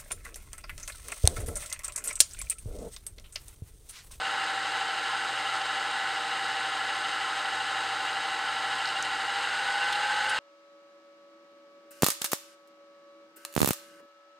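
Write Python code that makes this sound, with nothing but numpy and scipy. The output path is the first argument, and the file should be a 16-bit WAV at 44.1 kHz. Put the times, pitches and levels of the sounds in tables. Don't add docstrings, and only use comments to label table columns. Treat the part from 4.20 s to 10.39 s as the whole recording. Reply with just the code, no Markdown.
import sys
import numpy as np
from scipy import signal
from scipy.fft import rfft, irfft
from scipy.io import wavfile

SR = 44100
rng = np.random.default_rng(int(sys.argv[2]) if len(sys.argv) > 2 else 0)


def dump(signal):
    limited = np.clip(np.atleast_2d(signal).T, -1, 1)
    pcm = np.round(limited * 32767).astype(np.int16)
    wavfile.write(sys.argv[1], SR, pcm)


N = 272961
TIME = np.arange(N) / SR

SLOW_TURNS_PER_S, FAST_TURNS_PER_S = 12.537, 14.6
KNOB_S, SPIN_UP_S = 5.03, 0.74
LOAD_DB_PER_TURN_PER_S = 1.18
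RUMBLE_TOP_HZ = 450

MESH_ORDERS = (62, 59.22, 111, 107)
# (centre_hz, width_hz, lift_db)
MESH_RESONANCES = [(-41.6, [(804, 18, 6), (823, 18, -12), (843, 16, -4.5), (872, 20, 2)]),
                   (-72, [(774, 14, 7), (787, 12, -9), (814, 92, 37.5), (816, 7, -2.5), (828, 11, 2),
                   (839, 6, -2)]), (-49, [(1472, 32, 13), (1500, 11, 9), (1521, 21, 16.5), (1550, 18, 14.5),
                   (1569, 9, 11)]), (-46.7, [(1452, 22, 4.5), (1502, 9, 10.5), (1512, 7, 11)])]
MESH_PHASE_WAVER, MESH_LEVEL_WAVER = .01, .1
# cycles_per_turn, slow_db, fast_db (at the highest speed reached)
GEAR_TONES = [(16, -77, -77), (24, -68, -74), (25, -63, -70), (29, -66, -76), (37, -58, -50),
              (45.3, -64, -68), (48.8, -62, -66), (50, -70, -60), (54, -63, -68), (57, -69, -53),
              (60, -58, -58), (63, -50, -52), (63.5, -58, -64), (64.46, -55, -60), (65.3, -55, -58),
              (66.23, -60, -62), (67, -56, -63), (68.22, -55, -62), (68.8, -56, -63), (69.4, -59, -62),
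              (70.73, -53, -60), (75, -68, -53), (79, -68, -58), (83.52, -53, -68), (88.82, -54, -63),
              (93, -62, -48), (101, -55, -57), (101.66, -53, -55), (103, -57, -60), (104, -57, -60),
              (106, -54, -55), (109, -55, -62), (110, -52, -55), (112, -64, -50), (116.58, -58, -62),
              (118.43, -48, -53), (120, -49, -58), (120.61, -53, -60), (121, -55, -60), (121.57, -57, -62),
              (122, -56, -61), (124, -59, -56), (125.15, -54, -52), (127, -56, -56), (128.87, -57, -62),
              (134.24, -54, -60), (135.37, -56, -58), (136.12, -54, -62), (138, -51, -52), (147, -55, -53),
              (152.36, -53, -61), (158, -58, -60), (161.5, -57, -60), (220, -57, -56), (226, -56, -55),
              (245, -56, -56), (307.4, -56, -57)]

# pitch_hz, level_db
HUM = [(120, -64.5), (240, -72), (360, -67), (480, -59), (1680, -49.5), (1800, -63), (2100, -69),
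       (2160, -55)]

# pitch_hz, level_db (relative)
COLOUR = [(20, -59), (60, -33.5), (110, -35.5), (165, -34), (300, -29.5), (640, -21.5), (900, -13),
          (1150, -19), (1500, -18), (2000, -15), (4700, -20), (6000, -29), (8500, -28), (10000, -42.5),
          (14600, -56.5)]
# centre_hz, width_hz, lift_db above the broad colour
BODY = [(340, 40, -3), (528, 22, 3), (607, 20, 4), (800, 76, 8), (865, 31, 4.5), (1039, 38, 5),
        (1267, 41, 8), (1363, 120, 9), (1414, 29, -6), (1497, 78, 10), (1589, 52, 5.5), (1713, 64, 6),
        (1780, 40, -3), (1969, 150, 5.8), (2393, 340, -2.5), (2812, 130, 7.5), (2956, 63, 7.5),
        (3073, 48, 6), (3151, 72, 3.3), (3835, 175, 5), (4026, 39, -5), (4089, 195, 3), (4264, 94, -3),
        (5307, 65, -6), (5724, 250, -12), (6379, 120, 4.5), (6892, 112, -13), (7120, 160, 3),
        (8024, 135, 3), (8587, 220, 5), (11800, 1100, 2.5)]

PINION_TEETH, TIGHT_ANGLE, TIGHT_WIDTH = 14, .89, .2
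CHATTER_DB, TIGHT_LIFT_DB, BACKLASH_S = -42, 4.5, .0004
CHATTER_HZ, CHATTER_WIDTH_HZ = 1520, 650

ENTRY_ANGLE, DRAG_ANGLE, DRAG_WIDTH = .5, .74, .26
ENTRY_DB, ENTRY_HZ, ENTRY_WIDTH_HZ, ENTRY_T60_S = -57, 7500, 2000, .03
DRAG_DB, DRAG_HZ, DRAG_WIDTH_HZ = -48, 2946, 700

# middle_s, peak_rms_db,
# ring_hz
RASPS = [(.061, -38, 2842), (1.21, -39, 1980), (1.268, -39.5, 2870), (1.35, -33, 1360), (1.499, -40, 2900),
         (2.379, -40.5, 2800), (3.89, -37.5, 2836), (5.625, -34.5, 2788), (5.846, -38, 2785),
         (6.06, -39.5, 2770), (6.134, -39, 2800)]
RASP_S, RASP_WIDTH_HZ = .05, 170

# start_s, level_db (rms of the first 3 ms), ring_hz, ring_width_hz, t60_s,
# crack_db (bright crack against the ring)
TICKS = [(4.6553, -32, 4450, 1100, .014, -32), (4.6725, -34.5, 4600, 1100, .03, -26),
         (4.688, -39, 4600, 900, .02, -32), (4.8256, -30.5, 6200, 1300, .009, -6),
         (5.7255, -31, 3700, 1500, .06, -15), (5.751, -36, 3700, 1100, .03, -25),
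         (5.823, -35, 3900, 1400, .03, -30), (6.0948, -35.5, 9250, 800, .07, -10)]

EDGE_HZ = 14800


def gain_of(db):
    return 10 ** (np.asarray(db) / 20)


def evened(x):
    return x / np.sqrt(np.mean(x ** 2) + 1e-20)


def drift(per_s):
    step = 32
    hz = np.fft.rfftfreq(N // step, step / SR)
    spectrum = rfft(rng.standard_normal(N // step)) / np.sqrt(1 + (hz / per_s) ** 4)
    slow = irfft(spectrum)
    return np.interp(TIME, np.arange(len(slow)) * step / SR, evened(slow))


def lift_db(resonances, hz):
    return sum(lift * 2 ** -((2 * (hz - centre) / width) ** 2) for centre, width, lift in resonances)


def band(x, hz, width_hz):
    edges = [max(hz - width_hz / 2, 50), min(hz + width_hz / 2, SR / 2 - 50)]
    return signal.lfilter(*signal.butter(2, edges, "band", fs=SR), x)


def near(turns, angle, width):
    offset = (turns - angle + .5) % 1 - .5
    return 2 ** -((2 * offset / width) ** 2)


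def passes(cycles):
    return np.flatnonzero(np.diff(np.floor(cycles)) > 0)


def ring_body(x):
    size = 8192
    hz = np.fft.rfftfreq(size, 1 / SR)
    points, level = np.transpose(COLOUR)
    db = np.interp(np.log(hz + 1), np.log(points), level) + lift_db(BODY, hz)
    log_gain = np.log(gain_of(np.r_[db, db[-2:0:-1]]))
    response = np.fft.ifft(np.exp(np.conj(signal.hilbert(log_gain)))).real
    return signal.oaconvolve(x, response[:size // 2])[:N]


def spindle_speed():
    eased = 1 - np.exp(-np.maximum(TIME - KNOB_S, 0) / SPIN_UP_S)
    return SLOW_TURNS_PER_S + (FAST_TURNS_PER_S - SLOW_TURNS_PER_S) * eased


def spindle_turns():
    return np.cumsum(spindle_speed()) / SR


def load_gain():
    return gain_of(LOAD_DB_PER_TURN_PER_S * (spindle_speed() - SLOW_TURNS_PER_S))


def gear_whine(turns):
    speed = spindle_speed()
    fast = ((speed - speed.min()) / np.ptp(speed)) ** 2
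    whine = np.zeros(N)
    for order, (db, resonances) in zip(MESH_ORDERS, MESH_RESONANCES):
        phase = order * turns + rng.random() + MESH_PHASE_WAVER * drift(10.0)
        level = gain_of(db + lift_db(resonances, order * speed))
        level = level * (1 + MESH_LEVEL_WAVER * drift(30))
        whine += level * np.cos(2 * np.pi * phase)
    for order, slow_db, fast_db in GEAR_TONES:
        phase = order * turns + rng.random() + .035 * drift(4)
        level = gain_of(slow_db + fast * (fast_db - slow_db)) * (1 + .15 * drift(10))
        whine += level * np.cos(2 * np.pi * phase)
    return np.sqrt(2) * whine


def motor_hum(waver=0.12):
    hum = np.zeros(N)
    for hz, db in HUM:
        level = gain_of(db) * (1 + waver * drift(3.2))
        hum += level * np.cos(2 * np.pi * (hz * TIME + rng.random()))
    return np.sqrt(2) * hum


def tooth_knocks(turns, count=900, uneven=0.28, top_hz=1200):
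    place = (np.arange(count) + rng.random(count)) / count
    sign = rng.choice([-1, 1], count)
    angles = np.arange(int(turns[-1]) + 1)[:, None] + place
    force = sign * (1 + uneven * rng.standard_normal(angles.shape))
    within = angles < turns[-1]
    knocks = np.bincount(np.searchsorted(turns, angles[within]), force[within], N)
    return evened(signal.lfilter(*signal.butter(1, top_hz, fs=SR), knocks))


def cutting(turns, level_db=-33.5, chip_db=-5, chips_per_s=2400, unrest_db=0.41):
    scrape = rng.standard_normal(N)
    breaks = rng.standard_normal(N) * (rng.random(N) < chips_per_s / SR)
    chips = gain_of(chip_db) * evened(breaks)
    knocks = gain_of(-10.5) * tooth_knocks(turns)
    force = (scrape + chips + knocks) * gain_of(unrest_db * drift(22))
    shaken = evened(ring_body(force))
    rumble = signal.sosfiltfilt(signal.butter(2, RUMBLE_TOP_HZ, fs=SR, output="sos"), shaken)
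    return gain_of(level_db) * (rumble + load_gain() * (shaken - rumble))


def pinion_chatter(turns, uneven=0.25):
    at = passes(PINION_TEETH * turns - .5)
    late, hard = rng.standard_normal((len(at), 2)).T
    tightness = near(turns[at], TIGHT_ANGLE, TIGHT_WIDTH)
    force = gain_of(TIGHT_LIFT_DB * tightness) * (1 + uneven * hard)
    struck = at + np.round(late * BACKLASH_S * SR).astype(int)
    blows = np.bincount(np.clip(struck, 0, N - 1), force, N)
    chatter = evened(ring_body(band(blows, CHATTER_HZ, CHATTER_WIDTH_HZ)))
    return gain_of(CHATTER_DB) * load_gain() * chatter


def cutter_bites(turns, uneven_db=1):
    entry = np.zeros(N)
    entry[passes(turns - ENTRY_ANGLE)] = 1
    contact = signal.lfilter([1], [1, -np.exp(-np.log(1000) / (ENTRY_T60_S * SR))], entry)
    hiss = evened(band(rng.standard_normal(N), ENTRY_HZ, ENTRY_WIDTH_HZ))
    click = gain_of(ENTRY_DB) * contact * hiss
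    scrape = rng.standard_normal(N) * near(turns, DRAG_ANGLE, DRAG_WIDTH)
    scrape = scrape * gain_of(uneven_db * drift(7.5))
    drag = gain_of(DRAG_DB) * evened(ring_body(band(scrape, DRAG_HZ, DRAG_WIDTH_HZ)))
    return load_gain() * (click + drag)


def rasps():
    out = np.zeros(N)
    swell = np.hanning(round(RASP_S * SR))
    hz = np.fft.rfftfreq(len(swell), 1 / SR)
    for middle_s, db, ring_hz in RASPS:
        scrape = rfft(rng.standard_normal(len(swell)))
        ring = 1 / (1 + 2j * (hz - ring_hz) / RASP_WIDTH_HZ) ** 2
        rasp = gain_of(db) * swell * evened(irfft(scrape * ring, len(swell)))
        part = out[round((middle_s - RASP_S / 2) * SR):][:len(swell)]
        part += rasp[:len(part)]
    return out


def ticks():
    out = np.zeros(N)
    t = np.arange(SR // 4) / SR
    hz = np.fft.rfftfreq(len(t), 1 / SR)
    crack_hz = [1500, 4500, 8700, 10000, 12000, 13000, 15000]
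    crack = gain_of(np.interp(hz, crack_hz, [-20, -1, 0, -10, -11, -20, -28]))
    for start_s, db, ring_hz, width_hz, t60_s, crack_db in TICKS:
        decay = np.minimum(t / .0004, 1) * np.exp(-np.log(1000) * t / t60_s)
        contact = rng.standard_normal(len(t)) * decay
        ring = 1 / (1 + 2j * (hz - ring_hz) / width_hz) ** 2
        colour = np.hypot(gain_of(crack_db) * crack, abs(ring)) * np.exp(1j * np.angle(ring))
        tick = irfft(rfft(contact) * colour, len(t))
        tick *= gain_of(db) / np.std(tick[t < .003])
        part = out[round(start_s * SR):][:len(t)]
        part += tick[:len(part)]
    return out


def scene():
    turns = spindle_turns()
    machine = gear_whine(turns) + motor_hum() + cutting(turns)
    machine += pinion_chatter(turns) + cutter_bites(turns)
    machine += rasps() + ticks()
    return np.array([machine, machine])


def record(dry):
    low_pass = signal.firwin(255, EDGE_HZ, window=("kaiser", 9), fs=SR)
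    return signal.oaconvolve(dry, low_pass[None], "same")


dry = scene()
out = record(dry)
dump(out)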